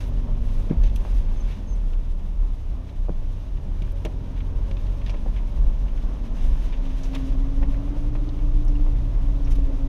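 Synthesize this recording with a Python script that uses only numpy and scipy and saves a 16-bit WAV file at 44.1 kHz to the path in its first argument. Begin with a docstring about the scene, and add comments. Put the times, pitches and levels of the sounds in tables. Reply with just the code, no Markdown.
"""A truck crawls along a dirt trail

Heard inside the cab: the six-cylinder engine, built from sine tones, eases off, then pulls again with a drone.
Shaped noise makes the body boom, the tyres crunch and the brush sweep along the side.
Loose things knock with short thuds that ring the cab, and bursts of noise rattle the trim.
Thin gliding tones are a twig squeaking on the paint."""
import sys
import numpy as np
from scipy import signal
from scipy.fft import rfft, irfft, next_fast_len
from scipy.io import wavfile
from scipy.ndimage import uniform_filter1d, map_coordinates

SR = 44100
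rng = np.random.default_rng(int(sys.argv[2]) if len(sys.argv) > 2 else 0)


def inscribe(sig):
    """Save sig as 16-bit PCM at rate SR to the path in sys.argv[1].

    A 1-D sig is mono; a 2-D sig holds one channel per row.
    Samples are clipped to [-1, 1] before scaling.
    """
    pcm = np.round(np.clip(np.atleast_2d(sig).T, -1, 1) * 32767)
    wavfile.write(sys.argv[1], SR, pcm.astype(np.int16))


N = 435706  # length in samples

# Spectrum shapes of the noises; only the shape counts: f/Hz, level/dB
BOOM_COLOUR = [(10, -40), (18, -16.5), (24, -3), (28, 4), (33, -1), (39, -1.5), (46, -7.5), (56, -17),
               (75, -31), (110, -45), (200, -67)]
FLOOR_COLOUR = [(40, -11.5), (65, 6), (100, 3), (130, 2.5), (143, 5), (156, -0.5), (195, -1.5), (235, -8.5),
                (265, -1), (310, -11.5), (400, -13.5), (700, -50)]
TYRE_COLOUR = [(180, -0.5), (330, -1), (410, 0.5), (490, 0.5), (580, 3), (730, -3), (1000, -3.5),
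               (1250, -9.5), (1550, -17.5), (2500, -23), (6000, -67)]
TWIG_COLOUR = [(700, -41), (1500, 2), (2100, 1), (2900, 2.5), (3700, 0.5), (4400, -5.5), (5600, -5.5),
               (6400, -5.5), (7200, -19), (10000, -41)]
LEAF_COLOUR = [(2000, -15), (5000, 2), (7500, 2), (10500, 3.5), (11500, -2), (14500, -1), (16000, -12)]
# Resonances of the door trim and dashboard: f/Hz, width/Hz, level/dB
TRIM_MODES = [(885, 175, 18.5), (1900, 295, 8.5), (2140, 226, 10.5), (2740, 750, 7), (3550, 710, 5),
              (5450, 1070, -2.5), (6000, 670, -0.5), (10040, 1100, -10.5), (13500, 3800, -13)]
# Air in the cab, lifting or dulling tones that pass through: f/Hz, width/Hz, gain/dB
AIR_MODES = [(96.8, 13.4, 13.5), (113, 5.2, -3), (153, 7.1, 3), (260, 7.4, -9), (543.3, 12, 7.5),
             (629, 69, 4.5)]
# Ringing modes of the cab after a knock: f/Hz, level/dB, time to fall 60 dB/s
CAB_MODES = [(118, 5, 0.29), (164.2, 8.5, 0.15), (200, -6, 0.04), (252, -10, 0.072), (337, 4, 0.084),
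             (442, 1.5, 0.051), (560, 0.5, 0.091), (624, 0, 0.094), (755, -9, 0.12), (902, -2.5, 0.067)]
# Pace over the dirt, given as tyre noise: t/s, level/dB
PACE = [(0, -48.5), (1.4, -48.5), (2.2, -53), (3.0, -52), (3.9, -50.5), (4.9, -48.5), (6.1, -48),
        (7.9, -47), (8.5, -48.5), (9.88, -47.5)]
# Bushes pressing on the side: t/s, length/s, extra twig scrape/dB, extra leaf hiss/dB
BUSHES = [(-.05, 0.063, 10.5, 14.5), (0.416, 0.22, 2, 4.5), (0.979, 0.2, 3, 4.5), (1.419, .14, 4.5, 4),
          (6.333, 0.33, 4, 5), (6.654, 0.29, 3, 1.5), (6.96, 0.34, 4, 4)]
# Single branches dragging past: t/s, length/s, level/dB, centre f/Hz
BRANCHES = [(0.815, 0.1, -52.5, 3960), (0.045, 0.068, -59, 13000), (1.132, 0.04, -60, 12100),
            (1.453, 0.13, -51, 3150), (4.343, 0.067, -52.5, 2820), (7.118, 0.066, -46.5, 3069),
            (9.449, 0.053, -51, 3030), (9.493, 0.054, -48.5, 7950), (9.544, 0.029, -52, 8500)]
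# Twig squeaks, before waver and grip: t/s, length/s, start f/Hz, end f/Hz, level/dB
SQUEAKS = [(0.83, .016, 6230, 6200, -54), (0.852, .026, 6230, 6100, -55), (1.364, .026, 6400, 6330, -55),
           (1.393, 0.035, 6300, 6200, -52), (1.669, 0.058, 6370, 6240, -49),
           (1.719, 0.029, 6430, 6100, -50), (1.747, .026, 8520, 8460, -65)]
# Plastic trim rattles: t/s, level/dB, centre f/Hz, width/Hz, time to fall 60 dB/s
RATTLES = [(0.707, -42, 1750, 900, 0.03), (0.715, -47, 1950, 900, 0.045), (0.834, -43, 4850, 6500, 0.058),
           (0.873, -52, 3400, 3000, 0.027), (0.895, -45.5, 3400, 3500, 0.025),
           (.957, -42, 9000, 13200, 0.058), (.959, -42, 3000, 1200, 0.04), (1.932, -46, 2613, 4026, 0.051),
           (2.888, -48.5, 2395, 3014, 0.049), (3.818, -44, 2697, 1500, 0.05),
           (3.819, -48.5, 6500, 9000, 0.05), (3.8746, -49, 1900, 1800, 0.041),
           (3.918, -53, 12000, 6040, 0.027), (4.049, -39.5, 7540, 9810, 0.041),
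           (4.049, -29, 2710, 1300, 0.022), (4.054, -37, 3505, 2480, 0.029),
           (4.403, -42, 2400, 3000, 0.048), (4.71, -39, 3400, 6010, .04), (4.767, -47, 3300, 3500, 0.096),
           (4.866, -46, 4490, 6990, .025), (5.013, -46.5, 2716, 2986, 0.072),
           (5.061, -41, 3717, 5000, 0.12), (5.0933, -40.5, 2800, 2000, 0.084),
           (5.0932, -44, 5700, 4500, 0.088), (5.36, -43.5, 2640, 3600, 0.11),
           (5.88, -46.5, 2100, 2500, 0.047), (5.974, -45, 2200, 2500, .05),
           (6.724, -39.5, 2440, 3010, 0.045), (6.7304, -42, 2800, 2000, 0.03),
           (6.737, -43, 2400, 2500, 0.045), (7.033, -45, 6100, 3500, 0.099),
           (7.148, -37.5, 7000, 10000, .045), (7.147, -34.5, 3400, 2600, 0.063),
           (7.158, -39, 2100, 1400, 0.043), (7.627, -40, 2010, 1300, 0.037),
           (7.741, -44.5, 1900, 1500, 0.047), (8.288, -44, 4455, 2000, .03), (8.293, -52, 3700, 2000, .035),
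           (8.649, -52, 8800, 5000, .035), (8.679, -49.5, 5400, 2200, 0.047), (8.7525, -46, 2620, 800, .05),
           (9.447, -50.5, 5700, 1200, 0.055), (9.521, -46, 6500, 9000, .025)]
# Dull knocks of suspension and cargo: t/s, thud level/dB, f/Hz, cab ring level/dB, trim shake level/dB
KNOCKS = [(0.2857, -35, 650, -44, -63), (0.6953, -38, 870, -41, -45), (0.7033, -19.5, 140, -33, -60),
          (0.7103, -10, 229, -32.5, -51), (.7185, -28, 620, -40, -48), (0.7296, -21, 160, -40, -56),
          (0.7693, -8.5, 41.4, -56, -55), (0.8342, -36, 600, -42.5, -58), (1.0504, -27, 760, -41, -47),
          (3.085, -26, 540, -47, -58), (3.0932, -19, 430.2, -45, -58), (3.0947, -32.5, 950, -45, -56),
          (3.1006, -23.5, 190, -41, -68), (3.818, -31, 159.8, -38.5, -60), (4.711, -29, 225, -42, -52),
          (4.049, -24, 427, -38, -44), (4.0581, -20.5, 484, -33, -39), (5.094, -32, 800, -44, -51),
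          (5.138, -36, 700, -40, -42), (5.1445, -35, 720, -42, -46), (5.261, -29, 570.7, -40, -53),
          (5.2648, -30, 566.8, -44, -61), (7.139, -33, 899.6, -41, -47), (7.161, -28, 900, -44, -41),
          (7.6254, -33, 870, -38, -40), (7.6305, -28, 952, -42, -48), (7.965, -33, 620, -42, -54),
          (8.1522, -32, 900.6, -39, -41), (8.864, -32.5, 805, -42, -50), (9.585, -32, 419.9, -42, -56),
          (9.7, -35, 330.3, -40, -62)]
# Roughness of the ground, given as body boom before its random wobble: t/s, level/dB
GROUND = [(0, -23), (.5, -20), (.68, -21.5), (.745, -28), (.8, -22), (1.05, -21), (1.45, -23), (1.62, -36),
          (1.75, -22), (1.98, -20.5), (2.15, -25.5), (2.42, -21), (2.66, -26), (2.76, -20.5), (2.87, -41),
          (3.02, -23), (3.3, -25), (3.4, -34), (3.5, -25.5), (3.9, -26), (4.22, -33), (4.5, -25),
          (5.08, -26), (5.25, -21.5), (5.5, -26), (5.9, -22), (6.25, -26), (6.8, -22), (7.17, -25.5),
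          (7.35, -29), (7.65, -19), (7.85, -25), (8.17, -17.5), (8.3, -25.5), (8.5, -19), (9.88, -21)]
# Ruts that set the body heaving: t/s, length/s, level/dB
RUTS = [(.785, .09, -14.5), (1.116, 0.11, -18), (5.549, 0.15, -16), (6.397, 0.16, -17),
        (7.262, 0.21, -19.5), (8.379, .18, -20.5), (8.67, 0.26, -19), (9.15, .17, -20), (9.498, 0.17, -19)]
# Engine speed and effort: t/s, firing rate f/Hz, base level/dB
ENGINE = [(0, 96.1, -34.5), (.45, 92.64, -37), (.75, 94.8, -33), (1.05, 88.62, -38), (1.5, 82.85, -39.5),
          (2.1, 71.44, -39), (3.0, 64, -38), (3.45, 62.87, -38.5), (3.75, 80.6, -34), (4.0, 88.32, -37),
          (4.4, 84.4, -35), (4.8, 87.83, -33.5), (5.25, 92.66, -43), (5.75, 94.74, -41), (6.3, 95.84, -54),
          (7.0, 102.6, -50.5), (7.6, 105.8, -38), (8.05, 114.1, -34), (8.25, 115.3, -40),
          (8.47, 110.6, -34), (8.72, 115.3, -35), (9.1, 110.1, -35.5), (9.88, 105.3, -40)]
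# Engine overtones: multiple of the firing rate, level over the base level/dB (before the cab air)
OVERTONES = [(1.5, -14.5), (2, -20.5), (2.5, -21), (4, -26.5), (5, -28.5), (6, -34)]
# Rumble at half the firing rate: t/s, level/dB
RUMBLE = [(0, -40), (1.2, -43), (1.7, -30.5), (2.3, -33), (2.85, -35.5), (3.2, -31), (3.4, -36),
          (3.55, -30), (3.95, -27.5), (4.45, -26), (4.75, -27.5), (5.2, -30), (6.1, -32.5), (6.9, -42),
          (7.5, -36), (8.2, -32), (9.0, -34), (9.88, -34.5)]
# Extra tones of a labouring engine: multiple of the firing rate, level over the rumble/dB
LABOUR = [(5 / 6, -16.5), (4 / 3, -20), (3, -25.5), (3.5, -31.5), (4.5, -32), (5.5, -34), (11, -37.5)]
# Gear whines: multiple of the firing rate, level/dB (before the cab air)
WHINES = [(6.3, -66.5), (10.1, -71.5), (18.6, -74)]
# Drone of a belt-driven part, before throb and waver: t/s, f/Hz, level/dB
DRONE = [(0, 238.6, -43.5), (.75, 233, -46), (1.5, 215.8, -50.5), (3.4, 161.4, -58.5), (4.0, 212.7, -55),
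         (4.8, 213.3, -57), (5.3, 221.7, -46), (5.6, 226, -50.5), (6.0, 230, -50), (6.32, 232.8, -43),
         (6.4, 246, -46), (6.5, 253, -44.5), (6.7, 260.7, -52.5), (6.85, 263.8, -41.5), (7.0, 264.7, -45),
         (7.17, 266.7, -34.5), (7.35, 269, -38), (7.68, 273.5, -35.5), (7.75, 276, -44), (7.81, 279.9, -35),
         (7.98, 291.2, -37.5), (8.3, 293.8, -41), (8.62, 295.4, -40.5), (8.83, 292, -35), (9.0, 284, -46.5),
         (9.2, 282.2, -47), (9.26, 280, -39), (9.35, 280, -42), (9.5, 279, -37.5), (9.6, 278.2, -39.5),
         (9.68, 271, -39), (9.88, 272.1, -37)]

PAN_DB = -38.5  # floor pan at the mean pace
# Twigs and leaves at the mean pace, outside the bushes; dB they gain per dB of pace
TWIG_DB, TWIG_FOLLOWS = -59.5, 0.71
LEAF_DB, LEAF_FOLLOWS = -71.5, 0.39
BUSH_ATTACK_S, BUSH_RELEASE_S = 0.034, 0.061
RUT_ATTACK_S, RUT_RELEASE_S = 0.019, 0.043
SHAKE_HZ, SHAKE_T60_S = 1990, 0.053  # the trim's answer to a knock
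RATTLE_ATTACK_S = 0.0011
# Faint chance rattles; TICK_HZ is the middle of their pitch range
TICKS_PER_S, TICK_DB, TICK_HZ, TICK_T60_S = 0.89, -52, 3000, 0.069
PIECE_DB, PIECE_T60_S = -14.5, 0.031  # a rattling piece's own note, against its rattle level
TOP_HZ = 15300  # nothing above this is kept


def amp(db):
    """Turn decibels into gain."""
    return 10 ** (np.asarray(db) / 20)


def unit(x):
    """Scale to an average strength (rms) of 1."""
    return x / np.sqrt(np.mean(x ** 2) + 1e-20)


def curves(rows):
    """Draw straight lines between table rows: one curve for each column after the time."""
    s, *columns = np.transpose(rows)
    return [np.interp(np.arange(N) / SR, s, column) for column in columns]


def wobble(rate):
    """A smooth random curve through `rate` random points a second."""
    points = rng.standard_normal(int(N * rate / SR) + 4)
    return map_coordinates(points, [np.arange(N) * rate / SR])


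def filtered(x, response):
    """Change the strength of each frequency in x by a response."""
    m = next_fast_len(len(x) + 8192)
    spectrum = rfft(x, m) * response(np.fft.rfftfreq(m, 1 / SR))
    return irfft(spectrum, m)[:len(x)]


def coloured(x, spectrum):
    """Shape x by a spectrum table, at rms 1."""
    f, db = np.transpose(spectrum)

    def response(hz):
        return amp(np.interp(np.log(hz + 1), np.log(f), db, left=-100, right=-100))

    return unit(filtered(x, response))


def resonance(f, centre, width):
    """Response of one damped vibration, strongest at its centre."""
    return 1j * f * width / (centre ** 2 - f * f + 1j * f * width)


def add(track, s, sound):
    """Mix a sound into the track from time s, in seconds."""
    part = track[round(s * SR):][:len(sound)]
    part += sound[:len(part)]


def grit(rate, spread_db, share):
    """Noise with a share of its power in sparse little impacts, `rate` a second."""
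    happens = rng.random(N) < rate / SR
    strength = rng.standard_normal(N)
    hits = happens * strength * amp(spread_db * rng.standard_normal(N).clip(-2, 2))
    return np.sqrt(share) * unit(hits) + np.sqrt(1 - share) * rng.standard_normal(N)


def tone(hz, flutter_db, rate):
    """A sine of rms 1 whose strength flutters."""
    cycles = np.cumsum(hz) / SR + rng.random()
    return unit(np.sin(2 * np.pi * cycles) * amp(flutter_db * wobble(rate)))


def envelope(s, length, attack_s, release_s):
    """Gain that rises from time s, holds, and falls away once the length is over."""
    t = np.arange(N) / SR - s
    return np.clip(t / attack_s, 0, 1) * np.clip(1 - (t - length) / release_s, 0, 1)


def trim(f):
    """Response of the door trim and dashboard: several resonances with alternating signs."""
    return sum((-1) ** k * amp(db) * resonance(f, hz, width) for k, (hz, width, db) in enumerate(TRIM_MODES))


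def cab_lift(hz):
    """Gain in dB that the air in the cab gives a tone, largest at the centre of a mode."""
    return sum(db / (1 + (2 * (hz - centre) / width) ** 2) for centre, width, db in AIR_MODES)


def pace():
    """Mean level of the tyre noise, and how far it lies above that at each moment, in dB."""
    db, = curves(PACE)
    return db.mean(), db - db.mean()


def brush():
    """Twigs scratch and leaves hiss along the doors, more with pace and in bushes; single branches swell past."""
    _, pace_db = pace()
    twig_db = TWIG_DB + TWIG_FOLLOWS * pace_db
    leaf_db = LEAF_DB + LEAF_FOLLOWS * pace_db
    for s, length, scrape_db, hiss_db in BUSHES:
        press = envelope(s, length, BUSH_ATTACK_S, BUSH_RELEASE_S)
        twig_db = twig_db + scrape_db * press
        leaf_db = leaf_db + hiss_db * press
    touch = wobble(35)  # shared by twigs and leaves
    scratch = grit(rate=1500, spread_db=4.5, share=0.083)
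    twigs = amp(twig_db + 1.08 * touch) * coloured(scratch, TWIG_COLOUR)
    patter = grit(rate=2000, spread_db=3, share=0.2)
    leaves = amp(leaf_db + 1.55 * touch + 0.62 * wobble(22)) * coloured(patter, LEAF_COLOUR)
    for s, length, db, centre_hz in BRANCHES:
        drag = np.hanning(round(length * SR))
        noise = rng.standard_normal(len(drag))
        scrape = filtered(noise, lambda f: trim(f) * resonance(f, centre_hz, centre_hz))
        add(twigs, s, amp(db) * drag * unit(scrape))
    return twigs + leaves


def squeaks():
    """A twig sticks and slips on the paint: a gliding sine with a wavering pitch and unsteady strength."""
    out = np.zeros(N)
    waver_hz = 70 * wobble(500)
    grip = unit(amp(3.5 * wobble(110)))
    for s, length, start_hz, end_hz, db in SQUEAKS:
        progress = np.linspace(0, 1, round(length * SR))
        waver = waver_hz[round(s * SR):][:len(progress)]
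        hz = start_hz + (end_hz - start_hz) * progress + waver
        swell = np.sin(np.pi * progress)
        add(out, s, amp(db) * swell * np.sin(2 * np.pi * np.cumsum(hz) / SR))
    return grip * out


def rattles():
    """Trim pieces chatter and ring briefly: on their own, at each knock, and faintly by chance."""
    out, t = np.zeros(N), np.arange(SR // 5) / SR
    shaken = [(s, shake_db, SHAKE_HZ, 2.2 * SHAKE_HZ, SHAKE_T60_S) for s, *_, shake_db in KNOCKS]
    chances = rng.random((round(TICKS_PER_S * N / SR), 2))
    ticks = [(when * N / SR, TICK_DB, TICK_HZ * 2 ** (size - 0.5), TICK_HZ, TICK_T60_S)
             for when, size in chances]
    attack = 1 - np.exp(-t / RATTLE_ATTACK_S)
    for s, db, centre_hz, width_hz, t60 in RATTLES + shaken + ticks:
        fade = amp(-60 * t / t60) * attack
        # the strength jumps every 64 samples, like uneven contacts
        contacts = amp(3 * rng.standard_normal(len(t) // 64 + 1)).repeat(64)[:len(t)]
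        chatter = rng.standard_normal(len(t)) * contacts * fade
        sound = filtered(chatter, lambda f: trim(f) * resonance(f, centre_hz, width_hz) ** 2)
        rattle = unit(sound) * np.sqrt(np.mean(fade ** 2))
        note_fade = amp(PIECE_DB - 60 * t / PIECE_T60_S) * attack
        note = note_fade * np.sin(2 * np.pi * centre_hz * t)
        add(out, s, amp(db) * (rattle + note))
    return out


def knocks():
    """Each blow is a thud of a cycle or two, which rings most the cab modes near its pitch."""
    out, t = np.zeros(N), np.arange(SR // 4) / SR
    build_up = 1 - np.exp(-t / 0.0022)  # the cab answers a moment after the blow
    for s, db, pitch_hz, ring_db, _ in KNOCKS:
        cycles = pitch_hz * t
        swell = cycles / 0.48  # the thud's envelope peaks at about half a cycle
        thud = -np.sin(2 * np.pi * cycles) * swell ** 2 * np.exp(2 * (1 - swell))
        ring = np.zeros(len(t))
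        for hz, level, t60 in CAB_MODES:
            nearness = abs(resonance(hz, pitch_hz, 1.2 * pitch_hz))
            ring += amp(level - 60 * t / t60) * nearness * np.sin(2 * np.pi * (hz * t + rng.random()))
        noise = rng.standard_normal(len(t))
        scatter = unit(filtered(noise, lambda f: resonance(f, pitch_hz, pitch_hz) ** 2))
        tail = ring + amp(-7.5) * scatter * amp(-60 * t / 0.059)
        add(out, s, amp(db) * thud + amp(ring_db) * build_up * tail)
    return out


def rolling():
    """Tyres on dirt and stones, as floor-pan noise and gritty crunch; both grow with the pace."""
    mean_db, pace_db = pace()
    pan_gain = amp(PAN_DB + pace_db + 0.65 * wobble(11))
    pan = pan_gain * coloured(rng.standard_normal(N), FLOOR_COLOUR)
    stones = amp(0.8 * wobble(16)) * grit(rate=700, spread_db=2.5, share=0.2)
    return pan + amp(mean_db + pace_db) * coloured(stones, TYRE_COLOUR)


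def boom():
    """The body heaves at low frequencies, as hard as the ground and its ruts shake it."""
    ground_db, = curves(GROUND)
    shake = amp(ground_db + 2.06 * wobble(17))
    ruts = sum(amp(db) * envelope(s, length, RUT_ATTACK_S, RUT_RELEASE_S) for s, length, db in RUTS)
    sway = signal.hilbert(coloured(rng.standard_normal(N), BOOM_COLOUR))
    # even out the noise's own swells, so that the ground sets the strength
    power = uniform_filter1d(np.abs(sway) ** 2, size=SR // 14)
    strength = np.sqrt(np.abs(power) + 1e-3)
    return np.hypot(shake, ruts) * unit(sway.real / strength)


def engine():
    """Rumble, firing tone, overtones from unequal cylinders that swell in the cab air, gear whines and drone."""
    firing_hz, base_db = curves(ENGINE)
    drone_hz, drone_db = curves(DRONE)
    firing = amp(base_db + 0.4) * tone(firing_hz, flutter_db=1.4, rate=14)
    overtones = np.zeros(N)
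    for k, level in OVERTONES:
        gain = amp(base_db + level + cab_lift(k * firing_hz))
        overtones += gain * tone(k * firing_hz, flutter_db=2.5, rate=9)
    whines = np.zeros(N)
    for k, level in WHINES:
        gain = amp(level + cab_lift(k * firing_hz))
        whines += gain * tone(k * firing_hz + 13 * wobble(60), flutter_db=6.5, rate=14)

    cycle_hz = firing_hz / 6  # six firings in each engine cycle
    throb = 1 + 0.29 * tone(cycle_hz, flutter_db=3.5, rate=5.3)  # the belt's pull varies once per cycle
    drone = amp(drone_db) * throb * tone(drone_hz + 3.17 * wobble(55), flutter_db=1.95, rate=26)
    octave_gain = amp(drone_db - 27 + cab_lift(2 * drone_hz))
    drone_octave = octave_gain * tone(2 * drone_hz, flutter_db=4.5, rate=30)

    rumble_db, = curves(RUMBLE)
    rumble = amp(rumble_db) * tone(firing_hz / 2, flutter_db=2.0, rate=8)
    labour = np.zeros(N)
    for k, level in LABOUR:
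        unsteady_hz = k * (firing_hz + 0.698 * wobble(25))
        labour += amp(rumble_db + level) * tone(unsteady_hz, flutter_db=2.5, rate=11)
    return rumble + labour + firing + overtones + whines + drone + drone_octave


def scene():
    """All the sounds in the cab, added up into one channel."""
    background = brush() + squeaks() + rattles() + knocks()
    return (background + rolling() + boom() + engine())[None]


def record(dry):
    """Ease the sound in and out over 8 ms and remove everything from TOP_HZ up."""
    t = np.arange(N) / SR
    ease = np.minimum(np.minimum(t, t[::-1]) / 0.008, 1)
    return np.array([filtered(ease * channel, lambda hz: hz < TOP_HZ) for channel in dry])


dry = scene()
out = record(dry)
inscribe(out)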